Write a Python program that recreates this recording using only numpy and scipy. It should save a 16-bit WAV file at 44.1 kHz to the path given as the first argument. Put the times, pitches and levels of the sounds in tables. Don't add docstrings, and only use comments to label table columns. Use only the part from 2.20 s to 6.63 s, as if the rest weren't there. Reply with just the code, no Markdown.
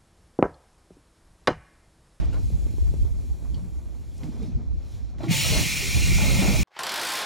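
import sys
import numpy as np
from scipy import signal
from scipy.fft import rfft, irfft, next_fast_len
from scipy.io import wavfile
from scipy.ndimage import uniform_filter1d, map_coordinates

SR = 44100
rng = np.random.default_rng(int(sys.argv[2]) if len(sys.argv) > 2 else 0)


def bounce(signal):
    frames = np.transpose(np.atleast_2d(signal))
    limited = np.clip(frames, -1, 1)
    pcm = np.round(limited * 32767).astype(np.int16)
    wavfile.write(sys.argv[1], SR, pcm)


def boost_factor(decibels):
    exponent = np.asarray(decibels, float) / 20
    return 10 ** exponent


N = 195495
T = np.arange(N) / SR
HIT_T = np.arange(SR // 3) / SR

# time [s], level [dB].
TREMBLE = [(0, -31), (.45, -35), (.9, -31.5), (1.2, -42), (1.7, -41.5), (2.0, -42.5), (2.3, -40),
           (2.55, -35), (2.7, -47), (2.97, -41.5), (3.05, -55), (3.2, -42.5), (3.3, -50), (3.5, -42.5),
           (3.7, -37.5), (3.8, -29), (4.3, -30.5), (4.43, -28)]
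# peak time [s], peak level [dB], half length [s].
HEAVES = [(.07, -30.5, 0.019), (.26, -29.5, 0.023), (.35, -27.5, 0.02), (.44, -28.5, 0.03),
          (.64, -24.5, 0.037), (.7, -23.5, 0.01), (.82, -24.5, 0.03), (.92, -41, 0.045),
          (1.12, -31.5, 0.024), (1.33, -33, 0.059), (1.58, -37.5, .05), (2.23, -34.5, 0.027),
          (2.36, -26, 0.011), (2.54, -32, 0.056), (2.8, -38, 0.088), (3.0, -37, 0.011),
          (3.31, -30.5, 0.022), (3.37, -25.5, 0.017), (3.76, -31, 0.03), (3.96, -26, 0.054),
          (4.06, -32, 0.029)]
JOLTS = [(.0, -35.5, 0.036, -5.5), (.08, -38.5, 0.024, -6), (.16, -41, 0.049, -4.5),
         (.335, -38.5, 0.057, -20), (.48, -44.5, 0.058, -10), (.6, -46, .02, -17),
         (.71, -38.5, 0.051, -11.5), (.86, -44, 0.021, -6), (1.01, -50, 0.064, -19),
         (1.23, -46.5, 0.02, -7.5), (1.39, -40.5, 0.074, -10), (2.05, -42, 0.038, -4.5),
         (2.15, -43.5, 0.053, -6.5), (2.23, -40, 0.036, -7.5), (2.31, -38, 0.038, -12),
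         (2.39, -39.5, 0.033, -8.5), (2.69, -50.5, 0.13, -6.5), (3.015, -44, 0.018, -0.5),
         (3.042, -47.5, 0.0093, 3.5), (3.17, -36, 0.12, -8), (3.26, -42.5, 0.014, 0),
         (3.3, -28.5, 0.013, -12.5), (3.345, -38, 0.03, 1), (3.39, -35, 0.025, -2),
         (3.42, -30.5, 0.028, -7.5), (3.64, -41.5, 0.12, -5), (3.77, -33.5, 0.015, -6),
         (3.9, -29.5, 0.088, -11.5), (4.015, -38, 0.035, -0.5), (4.07, -33, 0.042, -4),
         (4.16, -27.5, 0.057, -6.5), (4.235, -31.5, 0.016, -0.2), (4.29, -31.5, 0.057, -1.5),
         (4.35, -29, 0.023, -4.5), (4.4, -30.5, 0.03, -8.5)]
# frequency [Hz], level [dB].
FLOOR_COLOUR = [(18, -120), (26, -14), (33, -14.5), (42, -7), (56, 2), (68, -4.5), (85, -10), (110, -13),
                (150, -64), (250, -120)]
# frequency [Hz], level [dB].
BODY_COLOUR = [(40, -120), (70, 2), (100, -1.5), (130, 4.5), (200, -2), (240, -14.5), (300, -51),
               (500, -120)]
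# frequency [Hz], level [dB].
PANEL_COLOUR = [(120, -120), (200, -3.5), (245, 1), (320, -2.5), (420, -8.5), (490, -16), (600, -24),
                (1000, -120)]
# frequency [Hz], level [dB].
RATTLE_COLOUR = [(250, -120), (450, -4), (535, 2), (650, -0.5), (870, -4), (1180, -10), (1440, -12.5),
                 (1800, -16.5), (2400, -14.5), (4000, -120)]
REST_DB = (-51, -53, -61)
FOLLOW = (0.74, 0.49, 0.15)
# what the jet shakes into each, relative to its own level [dB].
BLOWN_DB = (-14.5, -26.5, -23)

# time [s], flow [dB].
FLOW = [
    (3.06, -62),
    (3.078, -62),
    (3.085, -45),
    (3.1, -36),
    (3.116, -24),
    (3.16, -23),
    (3.6, -27),
    (4.1, -27),
    (4.43, -28.5),
]
# frequency [Hz], level [dB].
JET_COLOUR = [(700, -53), (1000, -19), (1620, -17), (1900, -6), (2390, -6), (3010, -12), (4200, -8.5),
              (5000, -9), (5700, -2.5), (7100, -7.5), (8100, -12.5), (11400, -17.5), (13300, -21.5),
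              (14600, -17)]
# frequency [Hz], width [Hz], gain over the first rush [dB],
# gain over the settled jet [dB].
PIPES = [(2123, 14, 9, 9), (2151, 10, 5, 8), (2320, 13, 11, 12), (2405, 40, 2, 6), (2454, 18, 7, 8),
         (2510, 90, 0, 4), (2590, 25, 7, 2), (2653, 16, 7, 6), (2772, 20, -6, 7), (2857, 11, 21, 6),
         (3000, 800, 2, -12), (3140, 20, 11, 3), (3190, 20, 0, 6), (3495, 20, 9, 8), (4063, 28, 7, 6),
         (4256, 22, 6, 5), (5362, 12, 7, 7), (5600, 40, 5, 4), (6868, 18, 6, 6), (7039, 11, 10, 9),
         (7220, 14, 9, 8)]
# frequency [Hz], width [Hz], gain [dB].
HOLLOWS = [(1710, 98, -7.5), (1960, 61, -7), (2175, 60, -2), (2400, 150, 0), (2070, 43, 1)]
# frequency [Hz], level under the flow [dB], width [Hz].
WHISTLES = [(2123, -19, 8), (2151, -19, 8), (2300, -22, 8), (2320, -14, 7), (2412, -22, 12), (2453, -22, 9),
            (2492, -24, 9), (2653, -23, 10)]

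# start [s], peak level [dB], ring [Hz], second, weaker ring [Hz], 60 dB decay [s].
TICKS = [(0.128, -43.5, 1470, 2780, 0.13), (1.3437, -47.5, 4480, 2980, 0.16), (1.344, -42, 3180, 5540, .03),
         (1.979, -52, 5600, 7660, 0.022), (2.033, -44, 2130, 2920, 0.025), (2.035, -54, 4140, 1300, 0.04),
         (2.227, -50, 5600, 1130, .03), (2.232, -47, 3700, 2400, .07), (2.9834, -50, 2060, 3670, 0.051),
         (3.0055, -44, 2070, 3540, 0.037), (3.033, -41.5, 3920, 3240, 0.11), (3.04, -41, 1970, 4400, 0.065),
         (3.06, -45, 3900, 3430, 0.063), (3.083, -31.5, 2160, 2440, 0.055)]
# start [s], peak level [dB], frequency [Hz], 60 dB decay [s].
KNOCKS = [(2.042, -26, 163, 0.077), (2.031, -24, 241, 0.049), (2.059, -34, 304, 0.21),
          (2.088, -18, 227, 0.042), (2.221, -29, 208, 0.11), (2.349, -28, 132, 0.076),
          (3.004, -25, 640, 0.044), (3.0322, -22, 322, 0.1), (3.065, -22, 318, 0.13),
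          (3.005, -34, 294, 0.073), (3.328, -19, 150, 0.074)]
# start [s], peak level [dB], frequency [Hz], 60 dB decay [s].
LANDING = [
    (3.0843, -16, 143, .06),
    (3.0913, -10.5, 143, .06),
]
# start [s], peak level [dB], frequency [Hz], 60 dB decay [s], snap [dB].
REBOUND = [
    (3.1097, -14.5, 165, .065, -30),
]
# start [s], peak level [dB], frequency [Hz], 60 dB decay [s].
SHUDDERS = [(0.128, -51, 1395, .15), (3.05, -35, 105, 0.22), (3.405, -24, 150.4, .2),
            (3.92, -34, 335, 0.093), (1.235, -38, 250, 0.13), (1.42, -35.5, 180, 0.31),
            (3.15, -26.5, 140, 0.25), (2.13, -38, 231, 0.33), (2.195, -31, 242.5, 0.21),
            (2.216, -33, 444, 0.11), (2.244, -34.5, 309, 0.11), (2.275, -29, 247, 0.13),
            (2.37, -33.5, 234, 0.21), (3.111, -40.5, 894, 0.63), (3.325, -33.5, 614, 0.24),
            (3.621, -36, 392, 0.33), (3.748, -11, 65.7, 0.16), (4.01, -24.5, 205.6, 0.33),
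            (4.075, -20, 198, 0.15), (4.09, -34.5, 546, 0.24), (4.184, -15, 190, 0.16),
            (4.28, -14, 195.5, 0.14)]
# start [s], peak level [dB], frequency [Hz], 60 dB decay [s].
CLINKS = [(3.036, -36, 810, 0.11), (3.036, -40.5, 1390, 0.083), (3.038, -39, 1124, 0.084),
          (3.072, -31, 670, 0.045), (3.092, -35, 705, 0.055), (1.105, -47, 817, 0.076),
          (3.245, -37, 656, 0.11), (3.245, -35, 1294, 0.11), (3.315, -31.5, 451, 0.23),
          (3.328, -32, 808, 0.086), (3.355, -24, 636, 0.059), (3.4, -34.5, 618, .1),
          (3.976, -30, 1440, .04), (3.982, -34, 850, 0.067), (4.002, -26, 1470, 0.035),
          (4.003, -30, 1360, .04), (4.045, -35, 1310, .05), (4.085, -37, 1280, 0.093),
          (4.095, -37, 1460, .06), (4.145, -34, 1290, 0.055), (4.11, -31, 543, 0.05),
          (4.01, -29.5, 855, 0.12), (4.03, -28, 595, 0.073), (4.16, -31, 900, .06), (4.19, -29, 550, 0.099),
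          (4.218, -29, 860, .07), (4.24, -32, 960, .06), (4.275, -33, 1430, 0.1), (4.29, -32, 826, 0.11),
          (4.335, -31.5, 626, 0.11), (4.375, -35, 860, .08)]
# start [s], peak level [dB], frequency [Hz], 60 dB decay [s], snap [dB].
POPS = [(0.144, -30.5, 408, 0.012, -13), (0.303, -31, 437, 0.0099, -25), (0.333, -37.5, 357, 0.014, -11),
        (0.465, -30.5, 387, 0.011, -27), (0.538, -37, 324, 0.034, -24), (0.582, -29, 363, 0.015, -17),
        (0.625, -35, 345, 0.018, -27), (0.739, -25, 357, 0.013, -32), (0.85, -32, 333, 0.02, -19),
        (1.226, -31, 345, 0.0082, -24), (2.015, -51, 348, 0.014, -13), (2.042, -30, 314, 0.011, -6),
        (2.201, -27, 387, 0.0081, -22), (3.986, -32, 376, 0.011, 8), (4.229, -30, 374, 0.013, 4.5)]
# start [s], peak level [dB], low edge [Hz], high edge [Hz],
# 60 dB decay [s].
SCUFFS = [(0.0, -50, 900, 3600, 0.41), (0.011, -56, 6000, 10500, .015), (0.046, -58, 4000, 11000, .02),
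          (0.056, -56, 4000, 10000, .02), (0.1326, -54, 2500, 10500, .025), (0.15, -54, 900, 1300, 0.18),
          (0.465, -54, 400, 1100, .015), (1.25, -57.5, 500, 1200, 0.22), (1.9457, -60, 6000, 12000, .02),
          (0.143, -48, 500, 3000, .04), (0.582, -58, 500, 2000, 0.017), (1.343, -55, 2800, 5500, .03),
          (1.9662, -57, 4500, 8000, .03), (1.9787, -54, 5200, 8500, .04), (2.034, -45, 1200, 4600, 0.028),
          (2.04, -56, 1000, 8000, 0.19), (2.203, -51, 500, 1500, .02), (2.2261, -54, 3000, 7500, .05),
          (2.984, -56, 500, 4000, 0.037), (3.007, -49, 500, 2500, .03)]

# time [s], level [dB], brightness [dB].
LEAK = [(0, -57.5, -6), (.1, -56.5, -11), (.24, -56.5, -1), (1.35, -63, -0.5), (1.7, -65, -1),
        (1.96, -63, -3), (2.3, -63, -11), (2.5, -67, -9), (2.61, -63.5, -9), (2.82, -61, -10),
        (2.9, -62.5, -9), (2.981, -67.5, -12), (2.987, -57, -9), (3.029, -61, -10), (3.034, -51, -14),
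        (3.08, -54, -8), (3.12, -54, 5)]
# frequency [Hz], level [dB].
LEAK_COLOUR = [(940, -54), (1600, -6.5), (2300, -4), (3000, -3), (4150, 0), (4900, -2.5), (5600, -0.5),
               (6400, -3), (7200, -2), (8400, -10), (11500, -8.5), (13500, -20.5), (14800, -13.5),
               (16000, -21)]
# peak time [s], peak level [dB], half length [s], brightness [dB].
PUFFS = [
    (.14, -59, 0.013, -5),
    (2.01, -61, 0.053, -4),
    (2.14, -61.5, 0.11, -5),
    (2.24, -59.5, 0.04, -8),
    (2.7, -63, 0.052, -2.5),
    (2.75, -60.5, 0.043, -3.5),
    (3.05, -53.5, 0.033, -5.5),
]

# frequency [Hz], side over mid [dB].
WIDTH = [(30, 10), (60, 5), (110, 6.5), (200, -2.5), (380, -10), (700, -6), (1300, 0.5), (1750, -10),
         (1900, -67), (2300, -60), (2600, -4.5), (6200, -9), (6500, -74), (7850, -57), (8000, 0), (8700, 5),
         (10300, -5.5), (10500, -62), (11700, -66), (11900, 2), (12800, 4), (13500, 12), (14300, 4),
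         (15000, -20), (15400, -60)]
# low edge, high edge [Hz].
GAP_HZ = (13200, 13900)
# from [s], to [s], how far a band must then stand out.
BUSY = [
    (0, .78, .25),
    (1.3, 1.5, .5),
    (2.0, 2.3, .1),
    (2.9, 3.39, -.2),
    (4.0, 4.09, -.1),
    (4.27, 4.43, .4),
]


def cab():
    tremble_db, = curves(TREMBLE)
    opened, flow_db = valve()
    floor = np.sqrt(boost_factor(tremble_db) ** 2 + swells(HEAVES))
    parts = []
    for step, (rest_db, follow, blown_db) in enumerate(zip(REST_DB, FOLLOW, BLOWN_DB)):
        trembling = boost_factor(rest_db + follow * (tremble_db + 40))
        blown = opened * boost_factor(flow_db + blown_db)
        parts.append(np.sqrt(trembling ** 2 + blown ** 2 + swells(JOLTS, step)))
    jolts_db = 0.7 * wobble(14)
    drone = evened(rush(colour(FLOOR_COLOUR), patchy_db=1.8), over_s=0.04, share=0.8)
    drone = floor * boost_factor(0.34 * wobble(3.2)) * drone
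    body = evened(rush(colour(BODY_COLOUR), patchy_db=-0.4), over_s=0.075, share=1.0)
    body = parts[0] * boost_factor(jolts_db + 0.96 * wobble(24.62)) * body
    panel = rush(colour(PANEL_COLOUR), patchy_db=1.05)
    panel = parts[1] * boost_factor(-0.55 + jolts_db + 0.27 * wobble(30.5)) * panel
    rattle = rush(colour(RATTLE_COLOUR), patchy_db=0.27)
    rattle = parts[2] * boost_factor(-1.46 + jolts_db + 1.73 * wobble(40)) * rattle
    return drone + body + panel + rattle


def jet():
    opened, flow_db = valve()
    short_db = -24.5 - flow_db
    whistle_db = -2.5 + 0.57 * short_db
    sizzle_db = -7 + np.minimum(short_db, 0.5)
    top_db = -1.5 - 0.17 * short_db

    def first_gain(hz):
        return boost_factor(along(JET_COLOUR, hz)) * pipes(hz, settled=False) ** 0.75

    def settled_gain(hz):
        hollows_db = sum(db * np.exp(-((hz - centre) / width) ** 2) for centre, width, db in HOLLOWS)
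        return boost_factor(along(JET_COLOUR, hz) + hollows_db) * pipes(hz) ** 1.05

    broad = rush(first_gain, patchy_db=1.3)
    tight = rush(settled_gain, patchy_db=1)
    settle = np.clip((T - 3.2) / 0.6, 0.1, 0.92) * np.pi / 2
    noise = np.cos(settle) * broad + np.sin(settle) * tight
    low, middle, high = below(noise, hz=2420), below(noise, hz=4840), below(noise, hz=7000)
    blend = boost_factor(whistle_db) * low + (middle - low)
    blend = blend + boost_factor(sizzle_db) * (high - middle) + boost_factor(top_db) * (noise - high)
    return opened * boost_factor(flow_db + 0.069 * wobble(4.8) + 0.37 * wobble(60)) * blend


def valve():
    return np.clip((T - 3.04) / 0.035, 0, 1), curves(FLOW)[0]


def pipes(f, settled=True):
    ripple = map_coordinates(rng.standard_normal(SR // 40), [f / 21])
    power = 1
    for hz, width, rush_db, settled_db in PIPES:
        peak = boost_factor(settled_db if settled else rush_db)
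        power = power + (peak * f * width) ** 2 / ((hz * hz - f * f) ** 2 + (f * width) ** 2)
    return np.sqrt(power) * boost_factor(1.4 * ripple)


def whistles():
    opened, flow_db = valve()
    tones = 0
    for hz, db, width in WHISTLES:
        drift = np.cumsum(rng.normal(0, np.sqrt(2 * np.pi * abs(width) / SR), N))
        tones = tones + boost_factor(db + 2.5 * wobble(16)) * np.sin(2 * np.pi * hz * T + drift)
    return opened * boost_factor(flow_db) * np.clip((T - 3.3) / 0.39, 0, 1) * tones


def handle():
    hits = laid([*ticks(), *blows(), *pops()])
    return filtered(hits, lambda f: 1 / (1 + (40 / (f + 1)) ** 4))


def ticks():
    for s, db, hz, second_hz, t60 in TICKS:
        drift = np.cumsum(rng.normal(0, 0.12, (2, len(HIT_T))), axis=1)
        ring = np.sin(2 * np.pi * hz * HIT_T + drift[0])
        ring = ring + 0.57 * np.sin(2 * np.pi * second_hz * HIT_T + drift[1])
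        crack = band_noise(0.96 * min(hz, second_hz), 0.86 * max(hz, second_hz))
        crack = crack * (0.7 * boost_factor(-60 * HIT_T / 0.03) + 0.35 * boost_factor(-60 * HIT_T / 0.25))
        yield s, boost_factor(db - 5) * (boost_factor(-60 * HIT_T / t60) * ring + crack)


def blows():
    for s, db, hz, t60 in [*KNOCKS, *LANDING, *SHUDDERS, *CLINKS]:
        onset = 1 - np.exp(-HIT_T / 0.0046)
        yield s, boost_factor(db + 1.0 - 60 * HIT_T / t60) * onset * np.sin(2 * np.pi * hz * HIT_T)


def pops():
    for s, db, hz, t60, snap_db in [*POPS, *REBOUND]:
        push = np.sin(2 * np.pi * hz * HIT_T) + boost_factor(snap_db + 1) * np.sin(2 * np.pi * 2.3 * hz * HIT_T)
        yield s, boost_factor(db + 5.5 - 60 * HIT_T / t60) * (1 - np.exp(-HIT_T / 0.001)) * push


def scuffs():
    return laid((s, boost_factor(db - 60 * HIT_T / t60) * unit(band_noise(low_hz, high_hz)))
                for s, db, low_hz, high_hz, t60 in SCUFFS)


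def leak():
    leak_db, bright_db = curves(LEAK)
    seep = rush(lambda f: boost_factor(along(LEAK_COLOUR, f)) * pipes(f) ** 0.7, patchy_db=1.1)
    low = below(seep, hz=6700)
    dull = np.sqrt(boost_factor(leak_db) ** 2 + swells(PUFFS))
    bright = np.sqrt(boost_factor(leak_db + bright_db) ** 2 + swells(PUFFS, 1))
    return boost_factor(-0.82 + 0.4 * wobble(9.7)) * (dull * low + boost_factor(5.0) * bright * (seep - low))


def ports(direct, diffuse, share):
    side = filtered(direct, lambda f: 1j * share * boost_factor(along(WIDTH, f)))
    side = side + filtered(diffuse, lambda f: np.sqrt(1 - share ** 2) * boost_factor(along(WIDTH, f)))
    return np.array([direct + side, direct - side])


def thinned(mid, side):
    hz, t, z = signal.stft(np.array([mid, side]), SR, nperseg=1024)
    hz, band = hz[:, None], np.arange(len(hz)) // 13
    field = unit(uniform_filter1d(rng.standard_normal((40, len(t))), 5, 1))[band]
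    usual = 1.0
    needed = usual + sum((far - usual) * (t >= a) * (t < b) for a, b, far in BUSY)
    stands_out = field > needed + (hz - 3500) ** 2 / 6e6
    z[1] *= stands_out | (hz < 1900) | (hz > 7000)
    reach = np.where(t < 3.08, 550, 130)
    reach = reach * np.exp(np.clip(0.7 * field[[300, 330]], -1.5, 0.8))
    reach = reach + 420 * (field[[340, 360]] > 1.2)
    outside = (hz < GAP_HZ[0] + 130 - reach[0]) | (hz > GAP_HZ[1] - 130 + reach[1])
    z[0] *= outside & (hz < 15950)
    mid, side = signal.istft(z, SR, nperseg=1024)[1][:, :N]
    return np.array([mid + side, mid - side])


def unit(x):
    return x / np.sqrt(np.mean(x ** 2) + 1e-20)


def along(points, hz):
    f, v = np.transpose(points)
    return np.interp(np.log(hz + 1), np.log(f + 1), v)


def colour(points):
    return lambda hz: boost_factor(along(points, hz))


def curves(rows):
    s, *cols = np.transpose(rows)
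    return [np.interp(T, s, c) for c in cols]


def wobble(rate):
    return map_coordinates(rng.standard_normal(int(N * rate / SR) + 4), [np.arange(N) * rate / SR])


def swells(rows, step=0):
    return sum(boost_factor(db + step * sum(hard)) ** 2 * np.exp(-((T - s) / half) ** 2)
               for s, db, half, *hard in rows)


def filtered(x, response):
    m = next_fast_len(N + SR // 2)
    return irfft(rfft(x, m) * response(np.fft.rfftfreq(m, 1 / SR)), m)[..., :N]


def below(x, hz):
    return filtered(x, lambda f: 1 / (1 + (f / hz) ** 12))


def rush(gain, patchy_db):
    z = signal.stft(rng.standard_normal((2, N)), nperseg=512)[2]
    field = uniform_filter1d(uniform_filter1d(rng.standard_normal(z.shape[1:]), 6, 0), 10, 1)
    pair = signal.istft(z * boost_factor(patchy_db * unit(field)), nperseg=512)[1][:, :N]
    return unit(filtered(pair, gain))


def evened(x, over_s, share):
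    size = int(over_s * SR)
    power = uniform_filter1d(uniform_filter1d(x ** 2, size, axis=-1), size, axis=-1)
    return unit(x / (np.abs(power) + 1e-3) ** (share / 2))


def band_noise(low_hz, high_hz):
    b, a = signal.butter(2, [low_hz, high_hz], "band", fs=SR)
    return signal.lfilter(b, a, rng.standard_normal(len(HIT_T)))


def laid(hits):
    out = np.zeros(N + SR)
    for s, sound in hits:
        out[round(s * SR):][:len(sound)] += sound
    return out[:N]


def scene():
    rumble = ports(*cab(), share=0.32) * boost_factor([[-0.8], [0.8]])
    hiss = ports(*(jet() + leak()), share=0.78)
    hits = handle() + scuffs() + whistles()
    return rumble + hiss + ports(hits, 0 * hits, share=0.67)


def band_limit(x):
    return signal.sosfilt(signal.butter(12, 16710, fs=SR, output="sos"), x)


def record(dry):
    mix = thinned((dry[0] + dry[1]) / 2, (dry[0] - dry[1]) / 2)
    return band_limit(mix)


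dry = scene()
out = record(dry)
bounce(out)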